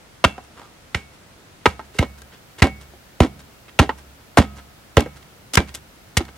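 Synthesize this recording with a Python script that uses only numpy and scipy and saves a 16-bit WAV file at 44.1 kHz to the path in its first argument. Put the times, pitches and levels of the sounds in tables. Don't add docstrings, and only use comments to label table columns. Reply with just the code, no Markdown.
import sys
import numpy as np
from scipy import signal
from scipy.fft import rfft, irfft, next_fast_len
from scipy.io import wavfile

SR = 44100
rng = np.random.default_rng(int(sys.argv[2]) if len(sys.argv) > 2 else 0)


def log_audio(samples):
    frames = np.atleast_2d(samples).T
    limited = np.clip(frames, -1, 1)
    pcm = np.round(limited * 32767).astype(np.int16)
    wavfile.write(sys.argv[1], SR, pcm)


N = 280917
AGE = np.arange(SR // 4) / SR
RING_AGE = np.arange(SR) / SR

# start in seconds, crushing time in seconds, delay until packed earth
# stops it in seconds, favoured pitch in Hz, then relative levels of crack, grit, graze and thump in dB,
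# wall resonance in Hz, relative wall ring in dB.
BLOWS = [(0.241, 0.0079, 0.0094, 1320, -14.5, -25.5, -76, -12.5, 2800, -31),
         (0.946, 0.0023, .004, 2230, -25.5, -35, -55, -18.5, 2060, -44),
         (1.657, 0.0041, .013, 970, -13, -29, -57, -16, 2300, -39.5),
         (1.988, 0.0022, 0.0054, 2180, -24.5, -24.5, -27.5, -7.5, 2000, -42),
         (2.621, 0.0058, 0.00043, 1950, -17.5, -23, -46, -2.5, 2080, -32),
         (3.2041, 0.0021, 0.0015, 456, -14.5, -24, -36, -3.5, 1950, -35),
         (3.79, 0.0073, 0.0061, 1360, -16, -22, -25, -3.5, 2550, -34.5),
         (4.373, .015, .0124, 724, -15.5, -23.5, -33, -3.5, 616, -30),
         (4.971, 0.0079, 0, 464, -18, -33, -12, -4, 2710, -30),
         (5.573, 0.0041, 0.0004, 1420, -17.5, -24.5, -21.5, -6.5, 2060, -38),
         (6.172, 0.003, 0, 3070, -24, -12.5, -17, -10.5, 2150, -37)]
# pitch in Hz, width in Hz, lift in dB.
HOLLOW = [(257, 83, 11.5), (491, 310, 10), (796, 13, 4.5), (992, 170, 5.5), (1321, 110, 5.5), (1580, 27, 8),
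          (1876, 80, 7.5), (2134, 64, 5.5), (2860, 220, 3.5), (3320, 270, 1.5), (5400, 890, 0),
          (8200, 4500, 3)]
# pitch in Hz, relative level in dB, t60 in seconds.
BENDING = [(69.1, -4, 0.79), (141.3, -17, 0.97), (177.7, 9.5, 0.1), (205, -7.5, 0.42)]
# pitch in Hz, relative level in dB, t60 in seconds.
WALL = [(702, -15.5, 1), (875, -25, 0.21), (1275, -10, 0.96), (1580, -28, 0.28), (2216, -5.5, 0.38),
        (2335, -0.5, 0.16), (2697, -11, 0.37), (3120, -5, 0.14), (3400, -1, .22)]
# start in seconds, favoured pitch in Hz, relative level in dB.
KNOCKS = [(0.380, 733, -43.5), (1.794, 896, -41.5), (1.951, 420, -51.5), (2.027, 315, -31.5),
          (2.936, 362, -57.5), (3.893, 889, -30.5), (5.061, 517, -42), (6.206, 341, -37.5)]
# start in seconds, length in seconds,
# favoured pitch in Hz, relative level in dB, relative grit level in dB.
SCUFFS = [(0.549, 0.083, 1190, -55, -62), (1.934, 0.034, 2770, -57.5, -53), (2.218, .004, 1630, -52, -45),
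          (2.316, 0.028, 3330, -56.5, -66), (2.579, 0.019, 2150, -47.5, -46),
          (3.679, .012, 2660, -53.5, -74), (4.579, 0.015, 1620, -52.5, -58),
          (5.005, 0.003, 2700, -39, -28.5), (5.223, 0.0083, 2150, -59.5, -58),
          (5.533, 0.013, 3630, -36.5, -25.5), (5.553, 0.0033, 3020, -28.5, -16),
          (5.673, 0.025, 2470, -55, -55), (5.74, 0.015, 3470, -46.5, -33), (6.251, 0.0034, 2230, -54, -49),
          (6.279, 0.013, 1580, -51.5, -66)]
BAND_EDGES_HZ = [230, 700, 1500, 4000, 15500]
# frequency in Hz, relative level in dB.
AIR = [(18, -54), (30, -11), (64, -3), (121, -2.5), (184, -6), (295, -7.5), (328, -9), (404, -9.5),
       (632, -10.5), (1220, -14.5), (1320, -12), (1540, -14), (4530, -20.5), (9710, -26.5), (16000, -37)]
# time in seconds, level in dB.
HISS = [(0, -70), (1.85, -67), (1.95, -59.5), (6.37, -60)]
# frequency in Hz, likeness (below zero counts as none).
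AIR_LIKENESS = [(60, 0.89), (180, 0.74), (550, 0.32), (1650, 0.02), (4970, -0.78), (15000, -0.065)]
# frequency in Hz, left minus right in dB.
CAPSULE_BALANCE = [(60, -3), (180, -2), (600, -1.5), (1400, -0.5), (2600, -2.5), (5500, -1.5), (11000, 1.3)]

# body, wood and crack in dB.
BLOW_COLOUR_DB, KNOCK_COLOUR_DB, SCUFF_COLOUR_DB = [1, -4, 0], [0, -3, -6.5], [1.5, -4, -3.5]
FAVOUR_DB, FAVOUR_OCTAVES = 11, 0.73
LIFT_AFTER_S, LIFT_S = 0.183, 0.021
AIR_DB = -48.5
CUTOFF_HZ = 15800


def blows(release_s=0.0051, graze_s=0.0034, level_db=-1.5, width_hz=110, lift_db=3,
          wall_width_hz=520, wall_lift_db=5):
    out = np.zeros(N)
    graze_force = AGE / graze_s * (AGE < graze_s)
    graze_colour_db = np.array([-9, -2.5, 3, -2])
    for s, crush_s, _, hz, blow_db, grit_db, graze_db, _, wall_hz, _ in BLOWS:
        force = np.exp(-np.maximum(AGE - crush_s, 0) / release_s)
        colour_db = colour(BLOW_COLOUR_DB, hz, blow_db, grit_db)
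        favoured = [(hz, width_hz, lift_db), (wall_hz, wall_width_hz, wall_lift_db)]
        crack = crunch(force, colour_db, grain_db=3.5, favoured=favoured, click=0.29)
        graze = crunch(graze_force, graze_db + graze_colour_db, grain_db=12.0)
        add(out, s, from_db(level_db) * crack)
        add(out, s - graze_s, graze)
    return out


def crunch(force, levels_db, grain_db, favoured=(), click=0, dull_hz=5000):
    burst_db = grain_db * np.minimum(rng.exponential(1, len(AGE)), 6)
    grains = rms_one(rng.standard_normal(len(AGE)) * from_db(burst_db))
    push = grains * force
    push[0] += click * np.sqrt(np.sum(force ** 2))
    dulled = signal.lfilter(*signal.butter(1, dull_hz, fs=SR), push + 1e-18)
    tube = hollow(dulled, [*HOLLOW, *favoured])
    contact = np.zeros(len(AGE))
    bands = zip(levels_db, BAND_EDGES_HZ, BAND_EDGES_HZ[1:])
    for k, (db, low_hz, high_hz) in enumerate(bands):
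        part = from_db(db) * rms_one(band(tube, low_hz, high_hz))
        contact += part * (-1) ** k
    return contact * np.sqrt(np.mean(force ** 2))


def hollow(x, resonances):
    for hz, width_hz, lift_db in resonances:
        peak = signal.lfilter(*signal.iirpeak(hz, hz / width_hz, fs=SR), x)
        x = x + (from_db(lift_db) - 1) * peak
    return x


def colour(balance_db, hz, level_db, grit_db):
    centres_hz = np.sqrt(np.multiply(BAND_EDGES_HZ[:-2], BAND_EDGES_HZ[1:-1]))
    nearness = np.exp(-(np.log2(centres_hz / hz) / FAVOUR_OCTAVES) ** 2 / 2)
    return [*(level_db + np.array(balance_db) + FAVOUR_DB * nearness), grit_db]


def aftermath(low_cut_hz=32, usual_crush_s=0.007, judder_db=-10.0, judder_follows=1.65,
              sway_db=-21.0, sway_follows=0.97, buzz_db=-39, buzz_follows=0.32):
    out = np.zeros(N)
    for s, crush_s, stop_s, *_, thump_db, wall_hz, ring_db in BLOWS:
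        push_db = 20 * np.log10(crush_s / usual_crush_s)
        stopped = s + stop_s
        sway = ringing(BENDING, scatter_db=3.0) + ground_rumble()
        add(out, stopped, from_db(thump_db) * thump())
        add(out, stopped, from_db(judder_db + judder_follows * thump_db) * judder())
        add(out, stopped, from_db(sway_db + sway_follows * thump_db) * sway)
        add(out, stopped, from_db(buzz_db + buzz_follows * push_db) * buzz())
        add(out, stopped, from_db(ring_db) * wall_ring(wall_hz))
    return signal.sosfilt(signal.butter(2, low_cut_hz, "high", fs=SR, output="sos"), out)


def thump(start_hz=265, end_hz=68, glide_s=0.0035, swell_s=0.0066):
    hz = end_hz + (start_hz - end_hz) * np.exp(-AGE / glide_s)
    pulse = AGE / swell_s * np.exp(1 - AGE / swell_s)
    return np.sin(2 * np.pi * np.cumsum(hz) / SR) * pulse


def judder(onset_s=0.019, fade_s=0.027, slip_db=5):
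    swing_hz = BENDING[0][0]
    swing = np.cos(2 * np.pi * (swing_hz * AGE + rng.normal(0.45, 0.36)))
    fade = np.exp(-(np.maximum(AGE - onset_s, 0) / fade_s) ** 1.46)
    force = np.minimum(AGE / onset_s, 1) * fade * from_db(slip_db * (swing - 1) / 2)
    rumble = force * rms_one(band(rng.standard_normal(len(AGE)), 188, 289))
    return rumble + crunch(force, [-3, -13.5, -11.5, -23.5], grain_db=5.0, favoured=[(769, 10.4, 9.3)])


def ringing(modes, scatter_db):
    out = np.zeros(SR)
    for hz, db, t60 in modes:
        mode_db = db + rng.normal(0, scatter_db) - 60 * RING_AGE / t60
        out += from_db(mode_db) * np.sin(2 * np.pi * hz * RING_AGE)
    return out


def ground_rumble(level_db=-11, t60=0.54):
    mutter = rms_one(band(rng.standard_normal(SR), 66, 188))
    return from_db(level_db - 60 * RING_AGE / t60) * mutter


def buzz(fade_s=0.029):
    force = np.exp(-AGE / fade_s)
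    return crunch(force, [3.0, -1.0, 4.0, -0.5], grain_db=-5.5, favoured=[(2850, 610, 1.9)])


def wall_ring(centre_hz, reach_octaves=0.22, damped_db=-12, level_db=4):
    modes = []
    for hz, db, t60 in WALL:
        free = np.exp(-(np.log2(hz / centre_hz) / reach_octaves) ** 2 / 2)
        modes.append((hz, level_db + db + damped_db * (1 - free), t60))
    return ringing(modes, scatter_db=5.5)


def knocks(contact_s=0.0096, level_db=5, width_hz=40, lift_db=8, usual_db=-38,
           brightening=0.24, grit_db=-57, grit_follows=0.58):
    out = np.zeros(N)
    force = np.exp(-AGE / contact_s)
    for s, hz, knock_db in KNOCKS:
        harder_db = knock_db - usual_db
        balance_db = KNOCK_COLOUR_DB + brightening * harder_db * np.arange(len(KNOCK_COLOUR_DB))
        colour_db = colour(balance_db, hz, knock_db, grit_db + grit_follows * harder_db)
        tap = crunch(force, colour_db, grain_db=2.0, favoured=[(hz, width_hz, lift_db)], click=0.72)
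        add(out, s, from_db(level_db) * tap)
    return out


def scuffs(pull_hz=1560, pull_db=-57, pull_grit_db=-51, pull_follows=0.64):
    out = np.zeros(N)
    for s, *contact in SCUFFS:
        add(out, s, scuff(*contact))
    for s, *_, thump_db, _, _ in BLOWS:
        pull = scuff(LIFT_S, pull_hz, pull_db, pull_grit_db)
        add(out, s + LIFT_AFTER_S, from_db(pull_follows * thump_db) * pull)
    return out


def scuff(length_s, hz, level_db, grit_db, settle_share=0.48, width_hz=90, lift_db=7):
    settle = np.exp(-np.maximum(AGE - length_s, 0) / (settle_share * length_s))
    force = np.minimum(3 * AGE / length_s, 1) * settle
    colour_db = colour(SCUFF_COLOUR_DB, hz, level_db, grit_db)
    return crunch(force, colour_db, grain_db=4.5, favoured=[(hz, width_hz, lift_db)], dull_hz=6940)


def microphones(x, lead_s=0.000025, spread_db=-7, flicker_hz=220):
    size = next_fast_len(N + SR // 10)
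    hz = np.fft.rfftfreq(size, 1 / SR)
    half = np.array([[0.5], [-0.5]])
    direction = rms_one(band(rng.standard_normal(N), 21.0, flicker_hz))
    side = from_db(spread_db) * direction * band(x, 940, 14300)
    pair = rfft(x + np.sign(half) * side, size)
    timed = pair * np.exp(2j * np.pi * hz * lead_s * half)
    return irfft(timed * from_db(half * at_hz(CAPSULE_BALANCE, hz)), size)[:, :N]


def orchard(x, near_db=-19, near_t60=0.12, far_db=-33, far_t60=0.58):
    onset = 1 - np.exp(-RING_AGE / 0.009)
    near, far = rng.standard_normal((2, 2, SR)) * onset
    near = rms_one(band(near, 240, 6800) * from_db(-60 * RING_AGE / near_t60))
    far = rms_one(band(far, 200, 3400) * from_db(-60 * RING_AGE / far_t60))
    echoes = (from_db(near_db) * near + from_db(far_db) * far) / np.sqrt(SR)
    return signal.fftconvolve(x[None], echoes, axes=1)[:, :N] / 2


def air(likeness):
    hz = np.fft.rfftfreq(N, 1 / SR)
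    alike = np.clip(at_hz(likeness, hz), 0, 1)
    mid, side = rfft(rng.standard_normal((2, N)))
    pair = np.sqrt(1 + alike) * mid + np.sqrt(1 - alike) * side * [[1], [-1]]
    rustle = irfft(from_db(at_hz(AIR, hz)) * pair, N)
    hiss = rms_one(band(rng.standard_normal((2, N)), 10700, 0.45 * SR))
    hiss_db = np.interp(np.arange(N) / SR, *np.transpose(HISS))
    return from_db(AIR_DB) * rms_one(rustle) + from_db(hiss_db) * hiss


def from_db(db):
    return 10 ** (np.asarray(db) / 20)


def rms_one(x):
    return x / np.sqrt(np.mean(x ** 2) + 1e-20)


def at_hz(points, hz):
    points_hz, values = np.transpose(points)
    return np.interp(np.log(hz + 1), np.log(points_hz), values)


def add(track, s, sound):
    at = round(s * SR)
    track[at:at + len(sound)] += sound[:N - at]


def band(x, low_hz, high_hz):
    return signal.sosfilt(signal.butter(2, [low_hz, high_hz], "band", fs=SR, output="sos"), x)


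def scene():
    pole = blows() + aftermath() + knocks() + scuffs()
    return microphones(pole) + orchard(pole) + air(AIR_LIKENESS)


def record(dry):
    clipped = np.clip(dry, -1, 1)
    return signal.sosfilt(signal.ellip(10, 0.1, 70, CUTOFF_HZ, fs=SR, output="sos"), clipped)


dry = scene()
out = record(dry)
log_audio(out)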